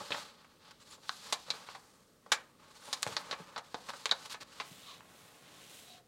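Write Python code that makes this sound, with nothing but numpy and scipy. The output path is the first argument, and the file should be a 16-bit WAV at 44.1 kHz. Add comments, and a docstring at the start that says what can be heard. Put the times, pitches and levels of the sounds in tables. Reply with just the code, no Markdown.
"""Turning the pages of a hardback

A quiet room, the microphone close to a book on a wooden table, a hand turning the stiff leaves.
Sheets slide over each other with a grainy hiss; each time a bent sheet buckles it snaps and rattles.
Page edges scuff and the page block thuds softly under the fingers. At the end the palm smooths
the open pages flat and the fingertips squeak faintly to a stop."""
import sys
import numpy as np
from scipy import signal
from scipy.fft import rfft, irfft, next_fast_len
from scipy.io import wavfile
from scipy.ndimage import map_coordinates

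SR = 44100
rng = np.random.default_rng(int(sys.argv[2]) if len(sys.argv) > 2 else 0)


def wav_record(signal):
    """Record a signal, one row per channel, as 16-bit PCM in the file named by sys.argv[1]."""
    frames = np.transpose(np.atleast_2d(signal))
    bounded = np.clip(frames, -1, 1)
    # unit amplitude maps onto the largest positive 16-bit level
    quanta = np.round(bounded * 32767).astype(np.int16)
    wavfile.write(sys.argv[1], SR, quanta)


N = 267863
T = np.arange(N) / SR

# Bent sheets buckling close to the microphone. Each row: start in seconds, energy in dB, low thump in dB,
# hollow tone near 2.5 kHz in dB, ring in dB, ring pitch in Hz, crispness in dB, first crack's share 0-1.
BUCKLES = [(0.106, -11, 16, 0, 5.5, 4300, -7, 0.25), (0.12, -5, -4, 1.5, 9, 2900, -18, 0.28),
           (0.1435, -9.5, -5, -8, -4, 4100, -18, .1), (0.182, -20, -1, -21, -18, 4100, -12, 0.46),
           (0.446, -30.5, -12, 0, -18, 4100, -9, 0.34), (1.0935, -6, -25, -8.5, 3, 1290, -14, 0.82),
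           (1.3254, -.5, -2, -1.5, 4, 3870, 10.5, 0.23), (1.504, -2.5, 2, 6, 14.5, 4400, 9.5, 0.44),
           (1.688, -19, -2, -1, -8, 4100, -24, 0.4), (1.749, -17.5, -5, -8.5, -6, 4100, -16, .1),
           (2.263, -26, 6, -10, -12, 4100, -12, .2), (2.3184, 5.5, -9.5, 0.5, -1, 3900, 5, 0.02),
           (2.9292, -3.5, -3, 0, 7.5, 4400, 13.5, 0.22), (3.0236, -18, 10, 5, 0, 4100, 27, .5),
           (3.03, -5, -26, 1.5, -.5, 4100, 14, 1), (3.0323, -9, -8, 1, 3, 4100, 14, 0.67),
           (3.066, -9, 15, 4, -14, 4100, 1, 0.75), (3.0747, -15, -2, 2, -4, 4100, 10, .3),
           (3.167, -3.5, -2, -0.5, 8.5, 4800, -3, 0.44), (3.3119, -8, -1, 1, 5.5, 4440, -2, 0.25),
           (3.327, -9.5, 0, 0, -4, 4100, -11, 0.2), (3.5617, -11, -4, -5, -1, 4630, -19, 0.14),
           (3.579, -11, -2.5, -3, -5, 3960, -3.5, 0.25), (3.7444, -9, 6, -6, -1, 4300, -10.5, 0.45),
           (3.887, -15, -3, -5, -10, 4100, -12, 0.08), (3.934, -17.5, -5, -8, -11, 4100, -12, 0.03),
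           (4.0569, -3, -8, 2.5, 1.5, 3900, 4.5, 0.44), (4.0936, -15.5, -13, 6.5, 2, 4100, -6, 0.5),
           (4.1118, -8, -1, 2, 15.5, 4260, -3, 0.5), (4.1134, 3, -9.5, -10.5, 18.5, 3830, 0.5, 0.72),
           (4.1207, -4, -5.5, -3.5, -2, 3900, -8, 0.45), (4.3438, -15.5, -10, -1, -7, 4100, -9, 0.13),
           (4.6004, -8.5, -4.5, 3, -4.5, 3630, -13, 0.14), (5.007, -28, -8, 0, -19, 4100, -14, 0.65)]
# Tone of a buckling sheet. Each row: frequency in Hz, level in dB.
BUCKLE_COLOUR = [(60, -22), (220, -8.5), (330, -10.5), (480, -1), (1100, 1.5), (1600, -1), (2100, -4),
                 (3000, -5), (4000, 0.5), (5200, -9), (7000, -12), (10000, -24), (15000, -41)]
# The open book ringing on after a snap. Each row: frequency in Hz, width in Hz, relative level in dB.
BOOK_RESONANCES = [(554, 47, -1), (890, 24, 0.5), (1028, 29, 1.5), (1240, 40, -2), (1730, 72, -1),
                   (2317, 54, 2.5)]
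# Swells of sliding hiss on paper: sheets moving and, last, the palm's first sweep. Each row: fastest
# moment, rise and fall in seconds, hiss in dB, body over hiss in dB, air over hiss in dB.
SLIDE_SWELLS = [(.17, .15, 0.061, -51.5, 1.5, -4.5), (.3, .05, 0.19, -67.5, 2.5, -10.5),
                (.66, 0.04, 0.084, -66, 0.5, -12), (.94, 0.052, 0.017, -60.5, 0.5, -2),
                (1.14, 0.07, 0.086, -57.5, -7.5, -4), (1.275, .05, 0.067, -55, -0.5, -3.5),
                (1.43, .03, .04, -59.5, -7.5, -4.5), (1.54, 0.05, 0.093, -59, 4.5, -3),
                (1.73, 0.063, 0.03, -59, 1, -6), (1.8, 0.044, 0.19, -75.5, 8.5, 6),
                (2.35, .06, 0.11, -74.5, 12, 2), (2.64, 0.032, 0.053, -71, 9, -3),
                (2.87, 0.095, 0.31, -60, 3, -0.5), (3.12, 0.038, 0.047, -54.5, 4.5, -2.5),
                (3.25, 0.073, 0.17, -63.5, 11, -1.5), (3.494, .014, 0.016, -65, 7.5, -7),
                (3.655, .015, .04, -65, 2.5, -3), (3.8, 0.062, 0.084, -65, 4, -1.5),
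                (3.97, 0.077, 0.17, -59, -0.5, -2.5), (4.23, 0.055, 0.078, -60, 0.5, -2.5),
                (4.61, 0.084, 0.031, -59, 2, -3.5)]
# Tone of sliding on paper. Each row: frequency in Hz, level in dB.
SHEET_COLOUR = [(59, -59), (100, -10), (173, -5), (378, -8.5), (552, 0.5), (712, -8), (879, 4), (956, 0),
                (1230, 3), (1340, -0.5), (2220, -5.5), (4370, -2.5), (5170, -7), (8410, -15), (15500, -31)]
# The palm's pass over the page. Each row: time in seconds, hiss in dB before the palm's trim in the mix,
# body over hiss in dB, air over hiss in dB.
PALM_STROKE = [(4.66, -60.5, -0.5, 0), (4.788, -60, -2, -1.5), (4.916, -53, -8, -11.5),
               (5.026, -71, 9, 0.5), (5.174, -65, 4, 1), (5.416, -67, 4.5, 0), (5.45, -62.5, 2.5, -5.5),
               (5.79, -57.5, -4, 0.5), (5.852, -63.5, 1.5, 3), (5.918, -57.5, -11, -6),
               (5.982, -62.5, -2, -8), (6.02, -86.5, 9.5, -1), (6.06, -88, 5, 0)]
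# Tone of skin on paper. Each row: frequency in Hz, level in dB.
PALM_COLOUR = [(59, -35), (100, 5), (223, 1), (420, 0.5), (712, 4.5), (956, 0.5), (1060, 4), (1130, 1),
               (1310, 1.5), (3930, -5), (4660, -9), (8230, -9.5), (15500, -18.5)]
# A page edge brushing its neighbours. Each row: start and length in seconds, level in dB,
# tilt above 900 Hz in dB per octave.
EDGE_SCUFFS = [(0, 0.025, -41.5, -13), (0.706, 0.017, -50.5, 0), (0.793, 0.049, -58.5, 1),
               (1.022, 0.048, -57.5, 0.5), (1.477, 0.024, -50, -6), (2.874, 0.022, -47.5, -8),
               (3.882, 0.029, -42.5, 0.5), (4.248, 0.023, -48, 2), (4.292, 0.056, -42.5, 3),
               (4.401, 0.037, -44.5, 0.5)]
# Fingers and page block pressing on the book. Each row: start in seconds, energy in dB, pitch in Hz.
BLOCK_THUDS = [(.978, -32.5, 540), (1.538, -24, 500), (3.066, -18, 112), (3.088, -20, 540),
               (3.117, -28.5, 130), (3.398, -22, 152), (4.713, -25.5, 150)]
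# Skin or a sheet edge sticking and slipping. Each row: middle and spread in seconds, level in dB,
# pitch in Hz, nominal bandwidth in Hz.
SLIP_SQUEAKS = [(0.819, 0.017, -68, 7650, 1200), (.925, 0.025, -61.5, 7200, 700),
                (0.918, 0.019, -66, 10600, 700), (1.152, .04, -69, 10600, 1100),
                (2.887, 0.046, -64, 9250, 700), (4.712, 0.0018, -59, 6300, 400),
                (4.899, .04, -57, 3840, 600), (4.906, 0.038, -57, 1090, 170), (5.918, 0.04, -59, 3900, 452),
                (5.936, 0.055, -64.5, 713, 80)]
# Reflections reaching the microphone off table and cover. Each row: delay in seconds, gain.
NEAR_ECHOES = [(.0027, 0.049), (.0064, 0.023)]
# Room tone, the still air behind the book. Each row: frequency in Hz, relative level in dB.
ROOM_TONE_COLOUR = [(15, -43), (25, -8), (233, -2), (340, -7.5), (509, -5), (919, -24.5), (1080, -20),
                    (1170, -14), (2360, -23.5), (4150, -21.5), (7700, -25), (9050, -23.5), (10400, -28.5),
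                    (11500, -27.5), (15500, -30.5)]


def snaps(size=16384, delay_at_1khz_s=0.000606, rise_s=0.00097, longest_t60_s=0.081, book_db=-12):
    """A buckle cracks once; bending waves then rattle to and fro in the sheet and set the book ringing."""
    out, t, hz = np.zeros(N), np.arange(size) / SR, freqs(size)
    octave = np.log2(hz)
    # bending waves are faster at high pitch, so the crack arrives as a very short chirp
    bending = np.exp(-4j * np.pi * delay_at_1khz_s * np.sqrt(1000 * hz))
    for s, db, thump_db, hollow_db, ring_db, ring_hz, crisp_db, share in BUCKLES:
        colour = curve(BUCKLE_COLOUR, hz)
        colour += thump_db / (1 + (hz / 700) ** 4)
        colour += crisp_db / (1 + (5800 / hz) ** 6)
        colour += hollow_db * bell(octave, np.log2(2500), 0.42)
        colour += ring_db * bell(octave, np.log2(ring_hz), 0.33)
        sheet = minimum_phase(colour)
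        crack = unit(irfft(sheet * bending))
        # the more a buckle spends on its first crack, the sooner its rattle builds and dies
        t60 = longest_t60_s * (1 - 0.85 * share)
        build_up = 1 - np.exp(-t / (rise_s * (1 - share) + 1 / SR))
        rattle = unit(shape(burst(t, t60) * build_up, sheet))
        book = unit(shape(burst(t, 2.3 * t60), resonances(BOOK_RESONANCES, hz) * sheet))
        snap = np.sqrt(share) * crack + np.sqrt(1 - share) * (rattle + undb(book_db) * book)
        add(out, s - delay_at_1khz_s / 2, undb(db) * snap / np.linalg.norm(snap))
    return out


def slides(size, roundness=1.71):
    """A sheet or the palm speeds up over paper and coasts to rest; overlapping swells add their power."""
    power = np.zeros((3, N))
    for s, rise_s, fall_s, hiss_db, body_db, air_db in SLIDE_SWELLS:
        from_peak = np.abs(T - s) / np.where(T < s, rise_s, fall_s)
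        speed = np.exp(-.5 * from_peak ** roundness)
        peak_gains = undb([hiss_db + body_db, hiss_db, hiss_db + air_db])
        power += np.outer(peak_gains, speed) ** 2
    grain = air_gap(fibres(size, catch_rate=500, catch_db=-10.5, flutter_db=2.15))
    return rubbing(np.sqrt(power), SHEET_COLOUR, grain)


def palm(size, landing_s=.03):
    """The palm settles on the page and strokes it flat without lifting."""
    s, hiss_db, body_db, air_db = np.transpose(PALM_STROKE)
    contact = np.clip(1 + (T - s[0]) / landing_s, 0, 1)
    gains = [contact * undb(np.interp(T, s, db)) for db in (hiss_db + body_db, hiss_db, hiss_db + air_db)]
    grain = air_gap(fibres(size, catch_rate=800, catch_db=-7, flutter_db=0.8))
    return rubbing(gains, PALM_COLOUR, grain)


def fibres(size, catch_rate, catch_db, flutter_db):
    """Friction: countless tiny slips, a few fibres that catch harder, and uneven pressure."""
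    catches = (rng.random(size) < catch_rate / SR) * rng.standard_normal(size)
    slips = rng.standard_normal(size) + undb(catch_db) * unit(catches)
    pressure = undb(flutter_db * wander(70, size))
    return unit(slips * pressure)


def air_gap(grain, resonance_hz=3880, drift_octaves=0.063, drifts_per_s=2.85, reflection=0.061):
    """Friction noise bounces twice in the gap under sheet or hand; its comb glides as the gap changes."""
    i = np.arange(len(grain))
    lag = SR / (resonance_hz * 2 ** (drift_octaves * wander(drifts_per_s, len(grain))))
    return unit(sum(reflection ** k * map_coordinates(grain, [i - k * lag], order=3) for k in range(3)))


def rubbing(gains, colour, grain):
    """Friction heard through the sheet in three bands: a wide free sheet adds body, a light touch air."""
    hz = freqs(len(grain))
    paper = undb(curve(colour, hz))
    body = 1 / (1 + (hz / 2600) ** 6)
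    air = 1 / (1 + (6000 / hz) ** 6)
    hiss = 1 - body - air
    return sum(gain * unit(shape(grain, paper * band))[:N] for gain, band in zip(gains, (body, hiss, air)))


def scuffs(size=8192):
    """The edge of a page drags past in a short, rough swell."""
    out, t, hz = np.zeros(N), np.arange(size) / SR, freqs(size)
    for s, length_s, db, tilt_db in EDGE_SCUFFS:
        grain = fibres(size, catch_rate=1100, catch_db=0.5, flutter_db=0)
        colour = curve(SHEET_COLOUR, hz) + tilt_db * np.log2(np.maximum(hz, 900))
        scrape = unit(shape(grain, undb(colour)))
        swell = np.sin(np.pi * np.minimum(t / length_s, 1))
        add(out, s, undb(db) * scrape * swell)
    return out


def thuds(size=8192):
    """The heavily damped page block answers a push with a few dull cycles."""
    out, t, hz = np.zeros(N), np.arange(size) / SR, freqs(size)
    for s, db, pitch_hz in BLOCK_THUDS:
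        block = resonances([(pitch_hz, 1.2 * pitch_hz, 0)], hz) ** 2
        thud = shape(burst(t, t60=0.057), block)
        add(out, s, undb(db) * thud / np.linalg.norm(thud))
    return out


def squeaks(size=16384):
    """Fast, irregular slips ring one resonance of the pressed sheet until it almost sings."""
    out, t, hz = np.zeros(N), np.arange(size) / SR, freqs(size)
    middle_s = t[-1] / 2
    for s, spread_s, db, pitch_hz, width_hz in SLIP_SQUEAKS:
        slips = fibres(size, catch_rate=330, catch_db=-3, flutter_db=4)
        sheet = resonances([(pitch_hz, 1.14 * width_hz, 0)], hz) ** 2
        tone = unit(shape(slips, sheet))
        add(out, s - middle_s, undb(db) * tone * bell(t, middle_s, spread_s))
    return out


def room(x, wet_db, t60_low, t60_high, split_hz, size=22050):
    """Quick echoes from table and cover, then a faint tail whose treble dies first."""
    t = np.arange(size) / SR
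    low = 1 / (1 + (freqs(size) / split_hz) ** 2)
    tail = shape(burst(t, t60_low), low) + undb(-10) * shape(burst(t, t60_high), 1 - low)
    response = undb(wet_db) * tail * (1 - np.exp(-t / 0.0013))
    response[0] += 1  # the direct path to the microphone
    for delay_s, gain in NEAR_ECHOES:
        response[int(delay_s * SR)] += gain
    return signal.fftconvolve(x, response)[:N]


def room_tone(size, level_db=-66.5):
    """The still air of the room: a steady, low hush."""
    colour = curve(ROOM_TONE_COLOUR, freqs(size))
    hush = shape(rng.standard_normal(size), undb(colour))
    return undb(level_db) * unit(hush)[:N]


def undb(db):
    """Decibels to gain."""
    return 10 ** (np.asarray(db) / 20)


def unit(x):
    """Scale to an rms of 1."""
    return x / np.sqrt(np.mean(x ** 2))


def freqs(size):
    """Frequencies of the bins of a real transform, kept above zero."""
    return np.maximum(np.fft.rfftfreq(size, 1 / SR), 1)


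def curve(points, hz):
    """Level in dB of (Hz, dB) points joined on a log axis."""
    f, db = np.transpose(points)
    return np.interp(np.log(hz), np.log(f), db)


def shape(x, gain):
    """Filter by a gain for each frequency bin."""
    return irfft(rfft(x) * gain, len(x))


def minimum_phase(db):
    """Causal response of a dB curve: nothing sounds before the blow."""
    cepstrum = irfft(np.log(undb(db)))
    half = len(cepstrum) // 2
    return np.exp(rfft(np.r_[cepstrum[0], 2 * cepstrum[1:half], np.zeros(half)]))


def resonances(modes, hz):
    """Summed response of (Hz, width Hz, dB) resonances."""
    return sum(undb(db) / (1 + 1j * (hz / f - f / hz) * f / width) for f, width, db in modes)


def bell(x, centre, width):
    """Gaussian bump of height 1."""
    return np.exp(-.5 * ((x - centre) / width) ** 2)


def burst(t, t60):
    """Noise with an energy of 1 that falls 60 dB in t60 seconds."""
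    x = rng.standard_normal(len(t)) * np.exp(-np.log(1000) * t / t60)
    return x / np.linalg.norm(x)


def wander(rate, size):
    """Glide between random values of spread 1, rate times a second."""
    step = np.arange(size) * rate / SR
    return np.interp(step, np.arange(size), rng.standard_normal(size))


def add(out, s, x):
    """Mix x into out from time s on."""
    i = max(int(s * SR), 0)
    out[i:i + len(x)] += x[:len(out) - i]


def scene(palm_trim_db=-1.6):
    """Paper and hand up close, the room and its hush behind them, in mono."""
    size = 2 * next_fast_len(N // 2 + 1)
    paper = snaps() + slides(size) + undb(palm_trim_db) * palm(size)
    paper = paper + scuffs() + thuds() + squeaks()
    at_microphone = room(paper, wet_db=-6.5, t60_low=0.27, t60_high=0.18, split_hz=2000)
    return (at_microphone + room_tone(size))[None]


def record(dry):
    """The small microphone loses the deepest bass, and the recorder cuts the top steeply."""
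    low_cut = signal.butter(1, 45, "high", fs=SR, output="sos")
    top_cut = signal.ellip(10, .2, 70, 15850, fs=SR, output="sos")
    return signal.sosfilt(top_cut, signal.sosfilt(low_cut, dry))


dry = scene()
out = record(dry)
wav_record(out)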